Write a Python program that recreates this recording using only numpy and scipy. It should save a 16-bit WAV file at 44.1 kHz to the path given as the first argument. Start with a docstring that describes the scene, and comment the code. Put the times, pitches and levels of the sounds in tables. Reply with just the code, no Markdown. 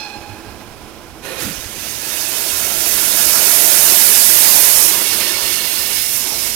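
"""The drain cocks of a miniature steam locomotive, heard in a yard from beside the track.
They open with a wet cough, then blow a loud hiss that swells as the engine creeps off; when the pistons
change stroke a second cock takes over. Before that, a short whistle dies away among the sheds.
The chimney blower and the fire run underneath. The engine is mostly on the right of the stereo
microphone, which overloads on the loudest hiss."""
import sys
import numpy as np
from scipy import signal
from scipy.fft import rfft, irfft
from scipy.io import wavfile
from scipy.ndimage import map_coordinates

SR = 44100
rng = np.random.default_rng(int(sys.argv[2]) if len(sys.argv) > 2 else 0)


def log_audio(samples):
    """Write samples as a 16-bit WAV file to the path given in sys.argv[1]."""
    # one column per channel
    frames = np.atleast_2d(samples).T
    # limit to full scale, then quantise
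    limited = np.clip(frames, -1, 1)
    pcm = np.round(limited * 32767).astype(np.int16)
    wavfile.write(sys.argv[1], SR, pcm)


N = 288855
T = np.arange(N) / SR
HZ = np.maximum(np.fft.rfftfreq(N, 1 / SR), 1)
SAG_S = 5.61  # the steam sags from here as the pistons move on

# Where jets and engine sit at the microphone. Each row: frequency in Hz, left minus right in dB.
JET_BALANCE = [(60, -29), (110, -14), (200, -16), (380, -15), (700, -14), (1290, -14.5), (2380, -16),
               (4400, -19.5), (8120, -29.5), (15000, -29)]
ENGINE_BALANCE = [(60, -8), (110, -18), (200, -7.5), (380, -8), (700, -8), (1290, -9.5), (2380, -13),
                  (4400, -15), (8120, -11.5), (15000, -8)]
# First puffs through the flooded drain pipe. Each row: start and hold in seconds, wet cough in dB,
# lift of its hollow body in dB, force of the clear jet in dB.
DRAIN_PUFFS = [(1.218, 0.13, -29.5, -3, -45), (1.37, 0.021, -31.5, -12, -32)]


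def drain_cocks(pressure, flutter_db=0.5, spit_db=-0.06):
    """Two cocks blow, the first ahead along the track, the second in the open; wet steam spits."""
    # Each row: time in seconds, share of the steam leaving by the second cock from 0 to 1.
    stroke = [(4.89, 0), (4.95, 0.35), (5.12, 0.64), (5.25, 0.84), (5.9, 0.9), (6.25, 0.07), (6.55, 0.33)]
    # Surges as the engine rolls. Each row: time in seconds, lifts of hiss, sizzle and roar in dB.
    surges = [(3.2, -0.5, -1, 0), (3.4, 0.2, -1.5, 1.5), (3.93, 1, -1, .8), (4.46, 1.5, -0.2, 2.5),
              (4.57, 1.5, 1.5, 3), (4.82, 0, 1.5, 2.5), (5.11, 1.3, 0, 0), (5.26, 1.1, -1.2, 0.5),
              (5.37, 1, -4, .5), (5.52, 1.5, 0, -4), (5.62, -1, -2.5, -2), (5.73, -1, -0.5, -3),
              (5.87, -1.5, -0.5, -3), (5.98, 1.5, 2, -4), (6.06, -1, 1.7, -5.5), (6.16, -1.3, 4, -2),
              (6.33, -1.5, -0.5, 4.5), (6.45, 1, 3, 2)]
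    second_share = np.clip(curve(stroke), 0, 1)
    spit = undb(spit_db * (4.0 - pressure) * wander(220))
    hiss_db, sizzle_db, roar_db = sum(np.outer(dbs, swell(s, length_s=0.036)) for s, *dbs in surges)
    jet = hiss(pressure, second_share) * undb(hiss_db + flutter_db * wander(62))
    jet += track_echoes(sizzle(pressure)) * undb(sizzle_db + flutter_db * wander(75))
    return jet * spit + plume(pressure, second_share) * undb(roar_db)


def hiss(pressure, second_share, gain_db=-19, growth=0.65, second_db=2.5, return_db=1):
    """Each cock colours its own hiss; a slow, wet jet has more middle and a thin edge."""
    # Each row: frequency in Hz, spectral level in dB.
    colour = [(800, -44), (1300, -6.5), (1700, -6), (2500, -1.5), (3900, 1.5), (5400, 3.5), (6800, 1.5),
              (7800, 0), (9500, -9), (15000, -45)]
    # Resonances of the jets. Each row: centre in Hz, width in Hz, lift in dB.
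    first_cock = [(1240, 140, -12), (1370, 120, 5.5), (1685, 59, 9.5), (1787, 82, 3.5), (1910, 67, 0),
                  (1982, 64, 6), (2220, 150, 4.5), (2350, 90, -1), (2560, 81, 6), (2810, 83, 3),
                  (2935, 66, -1.5), (3020, 71, 2.5), (3700, 55, 6), (3900, 89, -3.5), (4670, 200, 2),
                  (5430, 290, 2.5), (5840, 140, -2), (6300, 740, 3.5), (6950, 230, -3)]
    wet_steam = [(2000, 3700, 7), (1590, 110, 2.5), (6100, 120, 3), (6430, 170, 5)]
    first_cock_farther = [(1570, 250, 1), (2170, 300, 6.5), (2800, 250, 2), (4620, 300, -3),
                          (5200, 500, 4.5), (5800, 220, 2.5), (6370, 500, 1.5)]  # blowing again, farther down the track
    second_cock = [(1800, 95, 9.5), (2013, 70, 6.5), (2206, 72, 11.5), (2770, 260, 7), (3500, 330, 4),
                   (4290, 150, 6.5), (5150, 390, 3), (5840, 310, -1.5), (6460, 200, 3.5), (7300, 780, -12)]
    slow, fast, farther, second = (
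        turbulence(undb(across(colour)) * resonances(modes), JET_BALANCE, band_hz=(2000, 7000))
        for modes in (first_cock + wet_steam, first_cock, first_cock_farther, second_cock))
    opening = blend(fast, slow, np.exp(-pressure / 0.19))
    first = track_echoes(blend(opening, farther * undb(return_db), ramp(start_s=5.6, length_s=0.34)))
    second = sway(second, depth=.007, rate_hz=3.1) * undb(second_db)
    both = blend(first, second, second_share)
    sputtering = eddies(both, band_hz=(1400, 6000), sputter_db=1.5, rate_hz=15, count=20)
    return sputtering * pressure ** growth * undb(gain_db)


def sizzle(pressure, gain_db=-11.5, growth=1.004, choke_db=3):
    """The fast core of the jet; at full pressure it chokes and gathers in a high hump."""
    # Each row: frequency in Hz, spectral level in dB.
    colour = [(4000, -22), (7000, -5), (8700, -4.5), (10400, 0), (11500, 1), (13300, -3), (14500, 0),
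              (15800, -8.5)]
    # Nozzle resonances. Each row: centre in Hz, width in Hz, lift in dB.
    nozzle = [(8690, 230, 6.5), (9500, 550, 3.5), (10340, 400, -1.5), (12750, 540, 2.5)]
    free, choked = (
        turbulence(undb(across(colour)) * resonances(modes), JET_BALANCE, band_hz=(8500, 15000))
        for modes in (nozzle, nozzle + [(12700, 2700, choke_db)]))
    core = blend(free, choked, np.minimum(pressure, 1))
    return sway(core, depth=.012, rate_hz=4) * pressure ** growth * undb(gain_db)


def plume(pressure, second_share, gain_db=-27.0, knee=0.69, wheels_db=1.5, rolling_db=-1, billow_db=1.0):
    """Spreading steam roars under the frame, shifts as the engine rolls, and fades between the wheels."""
    # Each row: frequency in Hz, spectral level in dB.
    colour = [(40, -19), (100, -7), (200, -9), (350, -3.5), (520, -2), (700, -2.5), (1000, -3.5),
              (1200, -2), (1450, -4.5), (2000, -12.5), (4000, -45)]
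    # Resonances of the frame and the plume's places. Each row: centre in Hz, width in Hz, lift in dB.
    underframe = [(207, 42, 7.5), (330, 13.4, 8.5), (398, 65, 4), (646, 150, 4.5), (835, 34, -3.5),
                  (920, 170, 4.5), (1256, 31, -8.5), (1410, 110, 0.5)]
    at_rest = [(370, 57, 2.5), (630, 70, 2), (820, 66, -1.5), (920, 74, -0.5), (1150, 72, -3.5),
               (1400, 210, 4)]
    on_the_move = [(930, 76, 1.5), (1560, 300, -7)]
    between_wheels = [(360, 82, 6), (716, 110, -6), (1450, 170, 2)]
    band_hz = (300, 1300)
    resting, rolling, hollow = (
        turbulence(undb(across(colour)) * resonances(underframe + modes), JET_BALANCE, band_hz)
        for modes in (at_rest, on_the_move, between_wheels))
    ahead = blend(resting, rolling * undb(rolling_db), ramp(start_s=3.81, length_s=0.37))
    roar = blend(ahead, hollow * undb(wheels_db), second_share)
    roar = sway(roar, depth=.015, rate_hz=5)
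    roar = eddies(roar, band_hz, sputter_db=1.97, rate_hz=10, count=8)
    size = pressure / np.hypot(pressure, knee)  # levels off at high pressure
    return roar * size * undb(gain_db + billow_db * wander(24)) * fade(SAG_S, db_per_s=4)


def steam_pressure(full_db=-12.5):
    """Pressure at the cocks, near 1 when full: two puffs, a long build-up, then a sag."""
    # Each row: time in seconds, force of the steam in dB, where full_db is full pressure.
    force = [(1.7, -40), (1.85, -33), (2.03, -31), (2.13, -27), (2.64, -23), (2.72, -24), (2.87, -20.5),
             (3.14, -19.5), (3.18, -17), (4.02, -13), (4.65, -13), (4.885, -16), (4.925, -18.5), (5.0, -21),
             (5.39, -23)]
    water_cleared = ramp(start_s=1.54, length_s=0.21)
    steady = undb(curve(force)) * fade(SAG_S, db_per_s=4.5) * water_cleared
    puff_power = sum((undb(db) * puff(s, hold, fade_db_per_s=30)) ** 2
                     for s, hold, _, _, db in DRAIN_PUFFS)
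    return np.sqrt(steady ** 2 + puff_power) / undb(full_db)


def eddies(sound, band_hz, sputter_db, rate_hz, count):
    """Eddies in the wet steam make each narrow band of a range sputter on its own."""
    low, high = np.log(band_hz)
    band_index = (np.log(HZ) - low) / (high - low) * (count - 1)
    spectrum, out = rfft(sound), sound.copy()
    for k in range(count):
        narrow = irfft(spectrum * np.maximum(1 - abs(band_index - k), 0), N)
        gain = undb(sputter_db * wander(rate_hz))
        out += narrow * (gain / np.sqrt(np.mean(gain ** 2)) - 1)
    return out


def sway(sound, depth, rate_hz):
    """The resonances of a jet drift a little as its steam turns wetter or drier."""
    position = np.cumsum(1 + depth * wander(rate_hz))
    return np.array([map_coordinates(channel, [position], mode="mirror") for channel in sound])


def track_echoes(sound, shimmer_s=3e-5):
    """Short reflections hollow the jet; their paths drift with the engine and waver in the hot air."""
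    # Off ballast, rails and frame. Each row: delay in seconds, drift in seconds per second, gain in dB.
    paths = [(.0023, -6e-5, -24.5), (.0037, 9e-5, -19), (.0062, -1.1e-4, -14), (0.0126, 1.3e-4, -10.5)]
    out = sound.copy()
    for delay, drift, db in paths:
        sent_at = T - delay - drift * T - shimmer_s * wander(4)
        out += undb(db) * np.array([np.interp(sent_at, T, channel) for channel in sound])
    return out


def port_pinch(level_db=-23.0):
    """Just before the stroke changes, the closing steam port gives the hiss a brief bright edge."""
    edge = turbulence(bell(5650, width_hz=800), JET_BALANCE)
    return edge * undb(level_db) * swell(centre_s=4.84, length_s=0.026)


def cough(body_hz=480, body_width_hz=350):
    """Wet steam rings the drain pipe: hollow on the first puff, brighter as the pipe starts to empty."""
    # Each row: frequency in Hz, spectral level in dB.
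    colour = [(60, -19), (130, -5), (220, -14), (335, 4), (500, -5), (700, -7.5), (1180, -12), (1400, -15),
              (2500, -12), (4000, -15), (4800, -24), (7500, -21), (11500, -13), (15500, -30)]
    # Each row: centre in Hz, width in Hz, lift in dB.
    pipe_modes = [(520, 57, 14.5), (1310, 43, 10), (1457, 55, 17.5), (1630, 75, 7), (1830, 75, 13.5),
                  (2000, 70, 5), (2470, 100, 12), (2700, 180, 5), (3190, 130, 5), (3870, 140, 8),
                  (4200, 170, 12)]
    pipe = undb(across(colour)) * resonances(pipe_modes)
    out = np.zeros((2, N))
    for start, hold, db, body_db, _ in DRAIN_PUFFS:
        body = resonances([(body_hz, body_width_hz, body_db)])
        out += turbulence(pipe * body, JET_BALANCE) * undb(db) * puff(start, hold, fade_db_per_s=86)
    return out


def spray(level_db=-35.0, drops_per_s=900, spread_db=4.5):
    """The last puff tears the water in the pipe into a crisp spit of droplets."""
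    # Each row: frequency in Hz, spectral level in dB.
    colour = [(500, -25), (2000, -8), (4500, -6), (6300, 2), (10000, 0), (13000, -3), (15800, -10)]
    start, hold = DRAIN_PUFFS[-1][:2]
    drops = (rng.random(N) < drops_per_s / SR) * rng.choice([-1, 1], N)
    sizes = undb(spread_db * rng.standard_normal(N))
    spectrum = rfft(drops * sizes) * undb(across(colour))
    pair = irfft(np.array([spectrum * undb(across(JET_BALANCE)), spectrum]), N)
    return pair / pair.mean(0).std() * undb(level_db) * puff(start, hold, fade_db_per_s=120)


def water_slugs():
    """Each slug of condensate leaves with a short splutter or thud."""
    # Each row: time in seconds, level in dB, length in seconds, centre in Hz, width in Hz.
    slugs = [(1.423, -35.5, 0.025, 1850, 500), (1.445, -36, 0.023, 90, 70), (1.478, -28, 0.031, 199, 175),
             (1.481, -30, 0.0024, 260, 420), (1.528, -32, 0.0043, 250, 200), (1.58, -36, 0.014, 75, 50),
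             (1.673, -33, 0.0098, 61.4, 50), (5.22, -27.5, 0.02, 2400, 910)]
    return sum(turbulence(bell(hz, width), ENGINE_BALANCE) * undb(db) * swell(s, length)
               for s, db, length, hz, width in slugs)


def whistle(gain_db=-39, lip_db=-0.5, lip_fade_db_per_s=42, yard_fade_db_per_s=16):
    """A breathy stopped pipe, odd partials strongest; the top dies first, and the yard echoes faintly."""
    # Each row: centre in Hz, width in Hz, relative level in dB, fade in dB per second, far echo in dB.
    partials = [(827, 48, 0, 27, -7), (1630, 110, -5, 54, -2.5), (2530, 155, 6, 70, -15),
                (3420, 120, -3, 80, -24), (4220, 120, 5.5, 86, -19), (5090, 75, -1, 72, -17),
                (5900, 150, -6, 90, -24)]
    # Steam round the lip. Each row: frequency in Hz, spectral level in dB.
    lip_colour = [(300, -15), (900, -10), (1500, -18), (1950, -15), (2500, -2), (3000, -10), (3700, -5),
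                  (4600, -6), (5500, -8), (7500, -13), (15000, -33)]
    # Slaps back off the sheds. Each row: time in seconds, lift in dB, length in seconds.
    shed_slaps = [(.15, 1.5, 0.013), (0.33, 5, 0.03), (.515, 5.5, 0.044), (.65, 3.5, .03)]
    breath = turbulence(undb(across(lip_colour)), ENGINE_BALANCE) * undb(lip_db - lip_fade_db_per_s * T)
    tones = whistle_core()
    for hz, width, db, fade_db_per_s, echo_db in partials:
        near = undb(-fade_db_per_s * T)
        far = undb(echo_db - yard_fade_db_per_s * T)
        tones += turbulence(bell(hz, width), ENGINE_BALANCE) * undb(db) * np.hypot(near, far)
    slaps = undb(sum(db * swell(s, length) for s, db, length in shed_slaps))
    return (breath + tones * slaps) * undb(gain_db)


def whistle_core(start_hz=856, sag_hz=30, sag_s=0.07, lift_db=5.5, fade_db_per_s=40, left_db=-8):
    """The focused core of the whistle's fundamental sags and wavers a little as the valve closes."""
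    waver = 1 + .007 * wander(40)
    hz = (start_hz - sag_hz * (1 - np.exp(-T / sag_s))) * waver
    tone = np.sqrt(2) * np.sin(2 * np.pi * np.cumsum(hz) / SR)
    return tone * undb(lift_db - fade_db_per_s * T) * undb([[left_db], [0]])


def thumps():
    """Dull thumps from the standing engine."""
    # Each row: time in seconds, level in dB.
    beats = [(.31, -38), (.49, -39)]
    envelope = sum(undb(db) * swell(s, length_s=0.02) for s, db in beats)
    return turbulence(bell(100, width_hz=26), ENGINE_BALANCE) * envelope


def blower(pressure, idle_db=-38.0, slack_db=-4.5, waver_db=0.65):
    """The steady draught up the chimney, slacker while the cylinders take steam."""
    # Each row: frequency in Hz, spectral level in dB.
    colour = [(60, -37), (130, -10), (200, -3.5), (330, -4), (570, -7.5), (830, -7.5), (950, -10.5),
              (1950, -14.5), (3100, -15.5), (4500, -19.5), (5200, -16.5), (7100, -23), (12000, -22.5),
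              (15500, -29)]
    # Each row: centre in Hz, width in Hz, lift in dB.
    chimney_modes = [(105, 30, 0), (168, 42, -7), (210, 28, 4), (334, 44, 5.5), (1017, 40, 7),
                     (1380, 130, 2), (1530, 180, 1), (1870, 230, -2), (2360, 200, 2)]
    draught = turbulence(undb(across(colour)) * resonances(chimney_modes), ENGINE_BALANCE)
    return draught * undb(idle_db + flare_db() + slack_db * pressure + waver_db * wander(23))


def fire(pressure, idle_db=-44.5, slack_db=-3.0, flicker_db=2.2):
    """The fire rumbles unevenly in its draught."""
    # Each row: frequency in Hz, spectral level in dB.
    colour = [(15, -12), (25, 0.5), (40, -6), (60, 3), (85, -1.5), (105, -1), (135, -1), (180, -13),
              (400, -48)]
    rumble = turbulence(undb(across(colour)), ENGINE_BALANCE)
    return rumble * undb(idle_db + flare_db() + slack_db * pressure + flicker_db * wander(11))


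def flare_db():
    """The draught picks up and the fire flares."""
    # Each row: time in seconds, lift in dB, length in seconds.
    flares = [(0.4, 1, 0.14), (3.1, 3.5, 0.18)]
    return sum(db * swell(s, length) for s, db, length in flares)


def turbulence(colour, balance, band_hz=(1, SR / 2), left_lead_s=4.5e-5):
    """Coloured flow noise at the stereo microphone; the mean of both sides has rms 1 inside the band."""
    # Each row: frequency in Hz, likeness of left and right from 0 to 1.
    coherence = [(100, 0.56), (300, 0.67), (700, 0.97), (1400, 0.76), (3000, 0.55), (7000, 0)]
    right, unrelated = rfft(rng.standard_normal((2, N)))
    likeness = np.clip(across(coherence), 0, 1)
    left = likeness * right * np.exp(2j * np.pi * HZ * left_lead_s)
    left += np.sqrt(1 - likeness ** 2) * unrelated
    pair = colour * np.array([left * undb(across(balance)), right])
    inside = (HZ >= band_hz[0]) & (HZ <= band_hz[1])
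    return irfft(pair, N) / irfft(pair.mean(0) * inside, N).std()


def resonances(modes):
    """Gain of a set of peaks and dips in a broad noise."""
    return undb(sum(db * bell(hz, width) for hz, width, db in modes))


def bell(centre_hz, width_hz):
    """Response of one resonance with steep skirts, 1 at its centre."""
    skirt = 1 + ((HZ - centre_hz) / (.75 * width_hz)) ** 2
    return 1 / (skirt * np.sqrt(skirt))


def wander(rate_hz):
    """Smooth random motion of spread 1, mostly slower than the rate."""
    count = N // 32
    rolloff = 1 + (HZ[:count // 2 + 1] / rate_hz) ** 4
    slow = irfft(rfft(rng.standard_normal(count)) / rolloff, count)
    return np.interp(T, np.linspace(0, T[-1], count), slow / slow.std())


def puff(start_s, hold_s, fade_db_per_s, attack_s=0.04):
    """Attack, hold and release of one puff."""
    return ramp(start_s, attack_s) * fade(start_s + attack_s + hold_s, fade_db_per_s)


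def ramp(start_s, length_s):
    """Rises evenly from 0 to 1."""
    return np.clip((T - start_s) / length_s, 0, 1)


def fade(start_s, db_per_s):
    """Holds at 1, then dies away."""
    return undb(-db_per_s * np.maximum(T - start_s, 0))


def swell(centre_s, length_s):
    """A Gaussian rise and fall, 1 at its centre; the length is its standard deviation."""
    return np.exp(-.5 * ((T - centre_s) / length_s) ** 2)


def blend(first, second, share):
    """Cross-fade of two unrelated noises at constant power."""
    return np.sqrt(1 - share) * first + np.sqrt(share) * second


def curve(points):
    """Points joined by straight lines in time."""
    seconds, value = np.transpose(points)
    return np.interp(T, seconds, value)


def across(points):
    """Points joined by straight lines on a log-frequency axis."""
    hz, value = np.transpose(points)
    return np.interp(np.log(HZ), np.log(hz), value)


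def undb(db):
    """Decibels to gain."""
    return 10 ** (np.asarray(db) / 20)


def scene():
    """The engine from the trackside; one steam pressure drives the cocks and slackens blower and fire."""
    pressure = steam_pressure()
    return (whistle() + cough() + spray() + water_slugs() + drain_cocks(pressure) + port_pinch()
            + blower(pressure) + fire(pressure) + thumps())


def record(dry, ceiling=0.94, top_hz=15800):
    """The microphone overloads on the loudest hiss, and the highest treble is cut."""
    lowpass = signal.ellip(10, .1, 70, top_hz, fs=SR, output="sos")
    return signal.sosfilt(lowpass, np.clip(dry, -ceiling, ceiling))


dry = scene()
out = record(dry)
log_audio(out)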